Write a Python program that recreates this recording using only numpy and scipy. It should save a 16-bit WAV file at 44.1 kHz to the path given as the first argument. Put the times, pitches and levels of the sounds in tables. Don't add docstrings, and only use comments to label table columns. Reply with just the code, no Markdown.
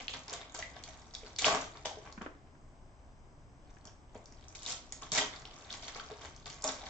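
import sys
import numpy as np
from scipy import signal
from scipy.io import wavfile
from scipy.ndimage import uniform_filter1d

SR = 44100
rng = np.random.default_rng(int(sys.argv[2]) if len(sys.argv) > 2 else 0)


def generate_wav(signal):
    frames = np.transpose(np.atleast_2d(signal))
    scaled = np.clip(frames, -1, 1) * 32767
    pcm = np.round(scaled).astype(np.int16)
    wavfile.write(sys.argv[1], SR, pcm)


N = 303849
TIME = np.arange(N) / SR

# peak time in seconds, swell time in seconds, crackle in dB,
# flexing in dB, crackle tilt in dB per octave.
FOIL_PULLS = [(.005, 0.015, -47.5, -51.5, -3), (0.094, 0.0089, -47, -57, 1),
              (0.141, 0.0089, -46, -47, -1.5), (0.283, 0.011, -53, -52.5, -4), (0.342, .05, -45.5, -47, 2),
              (.415, 0.026, -52.5, -59.5, -13), (.548, 0.0068, -44.5, -48, 7),
              (.597, 0.018, -46.5, -52, 2.5), (0.764, 0.0075, -55, -57.5, -7.5),
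              (0.887, 0.025, -53.5, -74, -7.5), (1.151, 0.024, -51.5, -60, 4.5),
              (1.276, 0.07, -56.5, -59.5, -1.5), (1.391, 0.01, -35.5, -56, 1.5),
              (1.426, .02, -39.5, -44.5, -8), (1.463, 0.029, -29, -35, -2), (1.483, 0.025, -35.5, -33, 6),
              (1.521, 0.015, -43, -33, 10), (1.552, 0.017, -42.5, -35, 5.5),
              (1.629, 0.052, -47.5, -51.5, 1), (1.756, 0.0092, -55.5, -54, -3),
              (1.857, 0.0098, -40.5, -45, -1.5), (2.074, 0.031, -67, -53, 2.5), (2.217, .008, -58, -50, -3),
              (3.872, 0.033, -65.5, -60.5, 2), (4.158, 0.025, -63.5, -58, 0), (4.484, 0.016, -59, -75, 6.5),
              (4.554, 0.011, -49.5, -66, 4.5), (4.722, 0.12, -40.5, -52, 2.5),
              (4.923, 0.0065, -52.5, -63, -1.5), (5.029, 0.017, -49, -53.5, 3.5),
              (5.124, .006, -35, -45.5, 5), (5.187, 0.059, -29.5, -38, -2),
              (5.225, 0.052, -49, -42.5, 19.5), (5.337, 0.015, -51, -56, -10),
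              (5.742, 0.065, -48, -56.5, -1.5), (5.834, 0.015, -46.5, -57, 2),
              (5.886, 0.031, -47.5, -54.5, -4.5), (5.961, 0.0083, -49.5, -47.5, -4),
              (6.103, 0.0057, -58, -51.5, 0), (6.252, 0.067, -52, -53, -5),
              (6.461, 0.0059, -47.5, -50.5, -0.5), (6.531, 0.056, -53.5, -64, -3),
              (6.646, 0.013, -39, -41, 10), (6.691, 0.028, -41, -43.5, 2), (6.864, 0.012, -52, -65, -1.5)]
# time in seconds, crackle in dB.
FINGER_GRIP = [(0, -63.5), (.95, -63), (1.11, -68), (1.3, -66), (2.05, -65), (2.4, -86), (3.55, -93),
               (3.7, -73), (4.0, -85), (4.3, -71), (4.6, -66), (4.9, -68), (5.35, -61), (6.05, -60.5),
               (6.42, -67.5), (6.89, -54.5)]
# frequency in Hz, relative level in dB.
CRACKLE_EQ = [(1400, -11.5), (2000, 4.5), (2600, -4), (3400, 7), (4400, 0.5), (6000, 3.5), (7200, 2),
              (8200, -29)]
FLEX_EQ = [(70, -14), (130, -15.5), (250, -10.5), (400, -7), (520, -6), (700, -4.5), (1100, -1.5),
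           (1500, -13.5), (2000, -8.5), (2800, -15.5)]
RUMBLE_EQ = [(20, 1.5), (30, -1), (42, -4.5), (62, -3.5), (100, -7), (135, -9), (175, -17.5), (290, -12.5),
             (420, -23.5), (850, -18.5), (1400, -29.5), (2400, -34), (3800, -43.5), (6000, -39.5),
             (8000, -44.5)]
# pitch in Hz, rms level in dB ahead of the microphone's roll-off.
WHINE_TONES = [(5001, -92), (5039, -89), (6002, -90), (6498, -94), (6998, -95), (8000, -80)]
# start in seconds, relative level in dB, pitch in Hz, sharpness as Q.
CREASE_SNAPS = [(0.0811, -23.5, 3000, 1.2), (0.1366, -31.5, 2760, 0.93), (0.2813, -35.5, 5000, 1.3),
                (.2966, -35, 4600, 1), (0.3372, -30, 4430, 0.52), (0.5474, -34, 4960, 0.47),
                (0.5902, -33, 5740, 1.5), (.6245, -34.5, 2300, .9), (0.8378, -33.5, 3670, 0.54),
                (1.1502, -29.5, 4060, 1.06), (1.3621, -35, 4020, 0.88), (1.3869, -24.5, 4600, 1.2),
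                (1.4203, -25, 4380, 0.77), (1.4441, -13.5, 2870, 2.5), (1.4505, -28, 3170, 1.2),
                (1.476, -35, 3490, .7), (1.548, -26, 3240, 0.29), (1.8575, -28.5, 4770, 0.75),
                (2.1249, -41, 4900, 1.4), (2.2155, -43, 1600, 1), (2.2637, -47, 1520, 1),
                (3.8536, -41.5, 4450, 0.53), (3.872, -41.5, 5530, 3.5), (4.2573, -43.5, 5260, 1.7),
                (4.323, -47, 5700, 1.9), (4.44, -51.5, 3440, 0.79), (4.662, -28, 3800, 3.8),
                (4.6748, -45, 5030, 2.1), (4.705, -29.5, 4870, 1.1), (4.923, -26.5, 6360, 0.63),
                (5.1185, -22, 5230, 0.89), (5.1503, -20.5, 4820, 0.77), (5.1837, -27, 3870, 0.45),
                (5.3612, -39.5, 4220, 1.4), (5.453, -36, 3180, 1.2), (5.704, -32.5, 3730, 2.1),
                (5.727, -31.5, 3740, 0.73), (5.882, -36.5, 3580, 1.8), (5.9474, -36.5, 4360, 1.9),
                (5.997, -34, 2540, 0.61), (6.3632, -42, 5160, 1.5), (6.458, -36, 3830, 1.1),
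                (6.5007, -35.5, 4140, 0.68), (6.6221, -33.5, 6000, 0.94), (6.6413, -26.5, 5940, 1.2),
                (6.6766, -22.5, 5640, 2.4), (6.7958, -43, 3120, 0.44), (6.8608, -42, 4130, 1.7)]
POUCH_POPS = [(.588, -37.5, 614, 1.9), (.625, -28.5, 1963, 4.4), (.762, -44.5, 703, 6),
              (.883, -45.5, 654, 3.1), (1.232, -40.5, 372, 1.2), (1.464, -22, 630, 2.3),
              (1.482, -21, 614, 0.58), (1.514, -25.5, 630, 3.2), (1.548, -29, 640, 1.3),
              (1.553, -37, 270.5, 8.4), (1.856, -32.5, 546, 0.87), (1.911, -36.5, 810, 2.7),
              (1.971, -37.5, 460, 1.7), (4.154, -38.5, 490, 1.5), (5.023, -39.5, 1054, 3.8),
              (5.119, -35.5, 147, 0.98), (5.179, -32, 690, 2.5), (5.186, -29, 1400, 1.5),
              (5.999, -34.5, 1310, 3.6), (6.112, -36.5, 416, 1.9), (6.643, -27, 602, 4.8),
              (6.646, -41, 273, 5.3), (6.83, -40, 715, 2.8)]
# start in seconds, relative level in dB, clack pitch in Hz, thud pitch in Hz.
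CARD_TAPS = [(2.1769, -36, 1100, 151), (2.2121, -34, 900, 240), (2.2617, -30.5, 990, 302),
             (2.472, -59, 1600, 200), (2.551, -53, 1100, 200), (3.696, -59, 1700, 200),
             (3.768, -49, 1450, 205), (3.853, -52, 1177, 162), (4.152, -43.5, 718, 203)]
# pitch in Hz, bandwidth in Hz, relative level in dB.
TABLE_MODES = [(272, 30, -6), (422, 22, -5), (631, 11, 5), (687, 12, -2), (752, 20, -2), (952, 20, -6),
               (1073, 22, -5), (1126, 14, -1), (1331, 12, -1), (1545, 40, -5)]
# frequency in Hz, seconds to fall by 60 dB.
ROOM_DECAY = [(200, 0.53), (600, 0.44), (1400, 0.42), (3700, 0.36), (8000, 0.29)]
# frequency in Hz, left-right likeness from 0 (wide) to 1 (mono).
STEREO_LIKENESS = [(60, 0.83), (250, 0.86), (700, 0.95), (1000, 0.07), (2000, .05), (4000, 0.087),
                   (8000, .9)]
# frequency in Hz, left minus right in dB.
STEREO_BALANCE = [(100, 1.5), (550, 1), (1500, 4), (2800, -1), (5000, -4), (8000, -4.5)]
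SIDES = np.array([[1], [-1]])


def from_db(db):
    return 10 ** (np.asarray(db) / 20)


def unit_rms(x):
    return x / np.sqrt(np.mean(x ** 2) + 1e-20)


def at_hz(points, hz):
    freqs, values = np.transpose(points)
    return np.interp(np.log(hz), np.log(freqs), values)


def drift(turns_per_s):
    knots = rng.standard_normal(4096)
    return np.interp(TIME * turns_per_s, np.arange(len(knots)), knots)


def resonate(x, hz, width_hz):
    r = np.exp(-np.pi * width_hz / SR)
    feedback = [1, -2 * r * np.cos(2 * np.pi * hz / SR), r * r]
    return signal.lfilter(np.array([1, 0, -1]) * (1 - r * r) / 2, feedback, x + 1e-18)


def add(track, start_s, sound):
    start = max(0, int(start_s * SR))
    track[..., start:start + sound.shape[-1]] += sound[..., :N - start]


def stereo_bands(size):
    edges = np.geomspace(18, 9200, 19)
    white = rng.standard_normal((2, 2, size + SR // 2))
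    for k, (low, high) in enumerate(zip(edges, edges[1:])):
        bandpass = signal.butter(2, [low, high], "band", fs=SR, output="sos")
        mid, side = signal.sosfilt(bandpass, white[k % 2])[:, -size:]
        hz = np.sqrt(low * high)
        alike = np.clip(at_hz(STEREO_LIKENESS, hz), -.99, .99)
        noise = np.sqrt(1 + alike) * mid + np.sqrt(1 - alike) * side * SIDES
        yield hz, noise * from_db(SIDES * at_hz(STEREO_BALANCE, hz) / 2)


def handling(swell_db=18, release_db_per_s=344.5, grip_flex_db=-1):
    crackle = from_db(np.interp(TIME, *np.transpose(FINGER_GRIP))) ** 2
    flex = crackle * from_db(grip_flex_db) ** 2
    tilt = np.zeros(N)
    for peak_s, swell_s, crackle_db, flex_db, tilt_db in FOIL_PULLS:
        span = slice(max(0, int((peak_s - 2 * swell_s) * SR)), int((peak_s + .5) * SR))
        t = TIME[span] - peak_s
        shape_db = np.where(t < 0, -swell_db * (t / swell_s) ** 2, -release_db_per_s * t)
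        power = from_db(crackle_db + shape_db) ** 2
        crackle[span] += power
        tilt[span] += tilt_db * power
        flex[span] += from_db(flex_db + shape_db) ** 2
    return 10 * np.log10(crackle), 10 * np.log10(flex), tilt / crackle


def slips(per_s, eq, tilt_db, facets, q, spread_db, bleed_db, lag_spread_s):
    onsets = np.flatnonzero(rng.random(N) < per_s * from_db(4 * drift(60)) / SR)
    sizes = from_db(spread_db * np.minimum(rng.exponential(1, N), 3.5))[onsets]
    facet = rng.integers(0, facets, N)[onsets]
    lag_s = 2.5e-5 + lag_spread_s * rng.standard_normal(N)[onsets]
    right_onsets = np.clip(onsets + np.round(SR * lag_s).astype(int), 0, N - 1)
    out = np.zeros((2, N))
    for k, hz in enumerate(np.geomspace(eq[0][0], eq[-1][0], facets)):
        strength = np.where(facet == k, 1, from_db(bleed_db)) * rng.choice([-1, 1], N)[onsets]
        colour = from_db(at_hz(eq, hz) + tilt_db[onsets] * np.log2(hz / 4000))
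        clicks = np.zeros((2, N))
        clicks[0, onsets] = clicks[1, right_onsets] = sizes * strength * colour
        out += resonate(resonate(clicks, hz, hz / q), hz, hz / q)
    power = np.mean(out ** 2, axis=0)
    return out / np.sqrt(np.abs(uniform_filter1d(power, size=1800)) + 1e-3 * np.mean(power))


def crinkle(slips_per_s=750, reference_db=-52, thickening=.55):
    crackle_db, flex_db, tilt_db = handling()
    per_s = slips_per_s * from_db(thickening * (crackle_db - reference_db))
    crackle = slips(per_s, CRACKLE_EQ, tilt_db, facets=12, q=4.07,
                    spread_db=3.5, bleed_db=-17.5, lag_spread_s=7e-5)
    flex = slips(2 * per_s, FLEX_EQ, tilt_db=np.zeros(N), facets=14, q=2.73,
                 spread_db=1.5, bleed_db=-12, lag_spread_s=1.4e-4)
    return from_db(crackle_db) * crackle, from_db(flex_db) * flex


def table_ring(x):
    return sum(from_db(db) * resonate(x.mean(axis=0), hz, width) for hz, width, db in TABLE_MODES)


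def room(x, wet_db, build_s, bounce_db=(-12, -14), bounce_s=(.0013, .0012)):
    t = TIME[:int(.7 * SR)]
    tail = sum(noise * from_db(-60 * t / at_hz(ROOM_DECAY, hz)) for hz, noise in stereo_bands(len(t)))
    tail *= 1 - np.exp(-t / build_s)
    unity_gain = np.sqrt(9200 / (SR / 2) / len(t))
    response = from_db(wet_db) * unit_rms(tail) * unity_gain
    response[:, 0] += 1
    for side in range(2):
        response[side, int(bounce_s[side] * SR)] += from_db(bounce_db[side])
    return signal.fftconvolve(x, response, axes=1)[:, :N]


def room_rumble(level_db, waver_db):
    bands = (noise * from_db(at_hz(RUMBLE_EQ, hz) + waver_db * drift(11) / (1 + hz / 500))
             for hz, noise in stereo_bands(N))
    return from_db(level_db) * unit_rms(sum(bands))


def electrical_whine(waver_db):
    out = np.zeros(N)
    for hz, db in WHINE_TONES:
        amplitude = np.sqrt(2) * from_db(db + waver_db * drift(3))
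        out += amplitude * np.sin(2 * np.pi * (hz * TIME + rng.random()))
    return out


def twang(hz, q, chatter_s, chatter_db):
    t = TIME[:4096]
    chatter = rng.standard_normal((2, len(t))) * np.exp(-t / chatter_s)
    alike = np.clip(at_hz(STEREO_LIKENESS, hz), 0, 1)
    chatter[1] = alike * chatter[0] + np.sqrt(1 - alike ** 2) * chatter[1]
    ring = from_db(chatter_db) * chatter / np.sqrt(np.sum(chatter ** 2) / 2)
    ring[0, 0] += 1
    ring[1, 1] += 1
    for _ in range(3):
        ring = resonate(ring, hz, hz / q)
    energy = np.sum(ring ** 2, axis=1, keepdims=True)
    return ring * np.sqrt(SR / 1000 / energy)


def buckles(events, gain_db, chatter_s, chatter_db):
    out = np.zeros((2, N))
    for start_s, db, hz, q in events:
        add(out, start_s, from_db(db + gain_db) * twang(hz, q, chatter_s, chatter_db))
    return out


def card_taps(gain_db, thud_db, q, chatter_s):
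    out = np.zeros((2, N))
    for start_s, db, clack_hz, thud_hz in CARD_TAPS:
        clack = twang(clack_hz, q, chatter_s, chatter_db=7.5)
        thud = twang(thud_hz, q, chatter_s, chatter_db=0)
        add(out, start_s, from_db(db + gain_db) * (clack + from_db(thud_db) * thud))
    return out


def scene():
    crackle, flex = crinkle()
    pops = buckles(POUCH_POPS, gain_db=-1.5, chatter_s=.0063, chatter_db=-4.5)
    snaps = buckles(CREASE_SNAPS, gain_db=-2.5, chatter_s=.0022, chatter_db=.5)
    foil = room(crackle + snaps, wet_db=-2, build_s=.00089, bounce_db=(-8, -12), bounce_s=(.00135, .0009))
    lows = flex + pops
    pouch = room(lows, wet_db=-1.5, build_s=.00085) + from_db(6.5) * table_ring(lows)
    pouch *= from_db(SIDES * 1.15 / 2)
    taps = card_taps(gain_db=-2.5, thud_db=2.5, q=.74, chatter_s=.0088)
    cards = room(taps, wet_db=-7.5, build_s=.0028)
    return foil + pouch + cards + room_rumble(level_db=-56, waver_db=2) + electrical_whine(waver_db=2)


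def record(dry):
    return signal.sosfilt(signal.butter(22, 7800, fs=SR, output="sos"), dry)


dry = scene()
out = record(dry)
generate_wav(out)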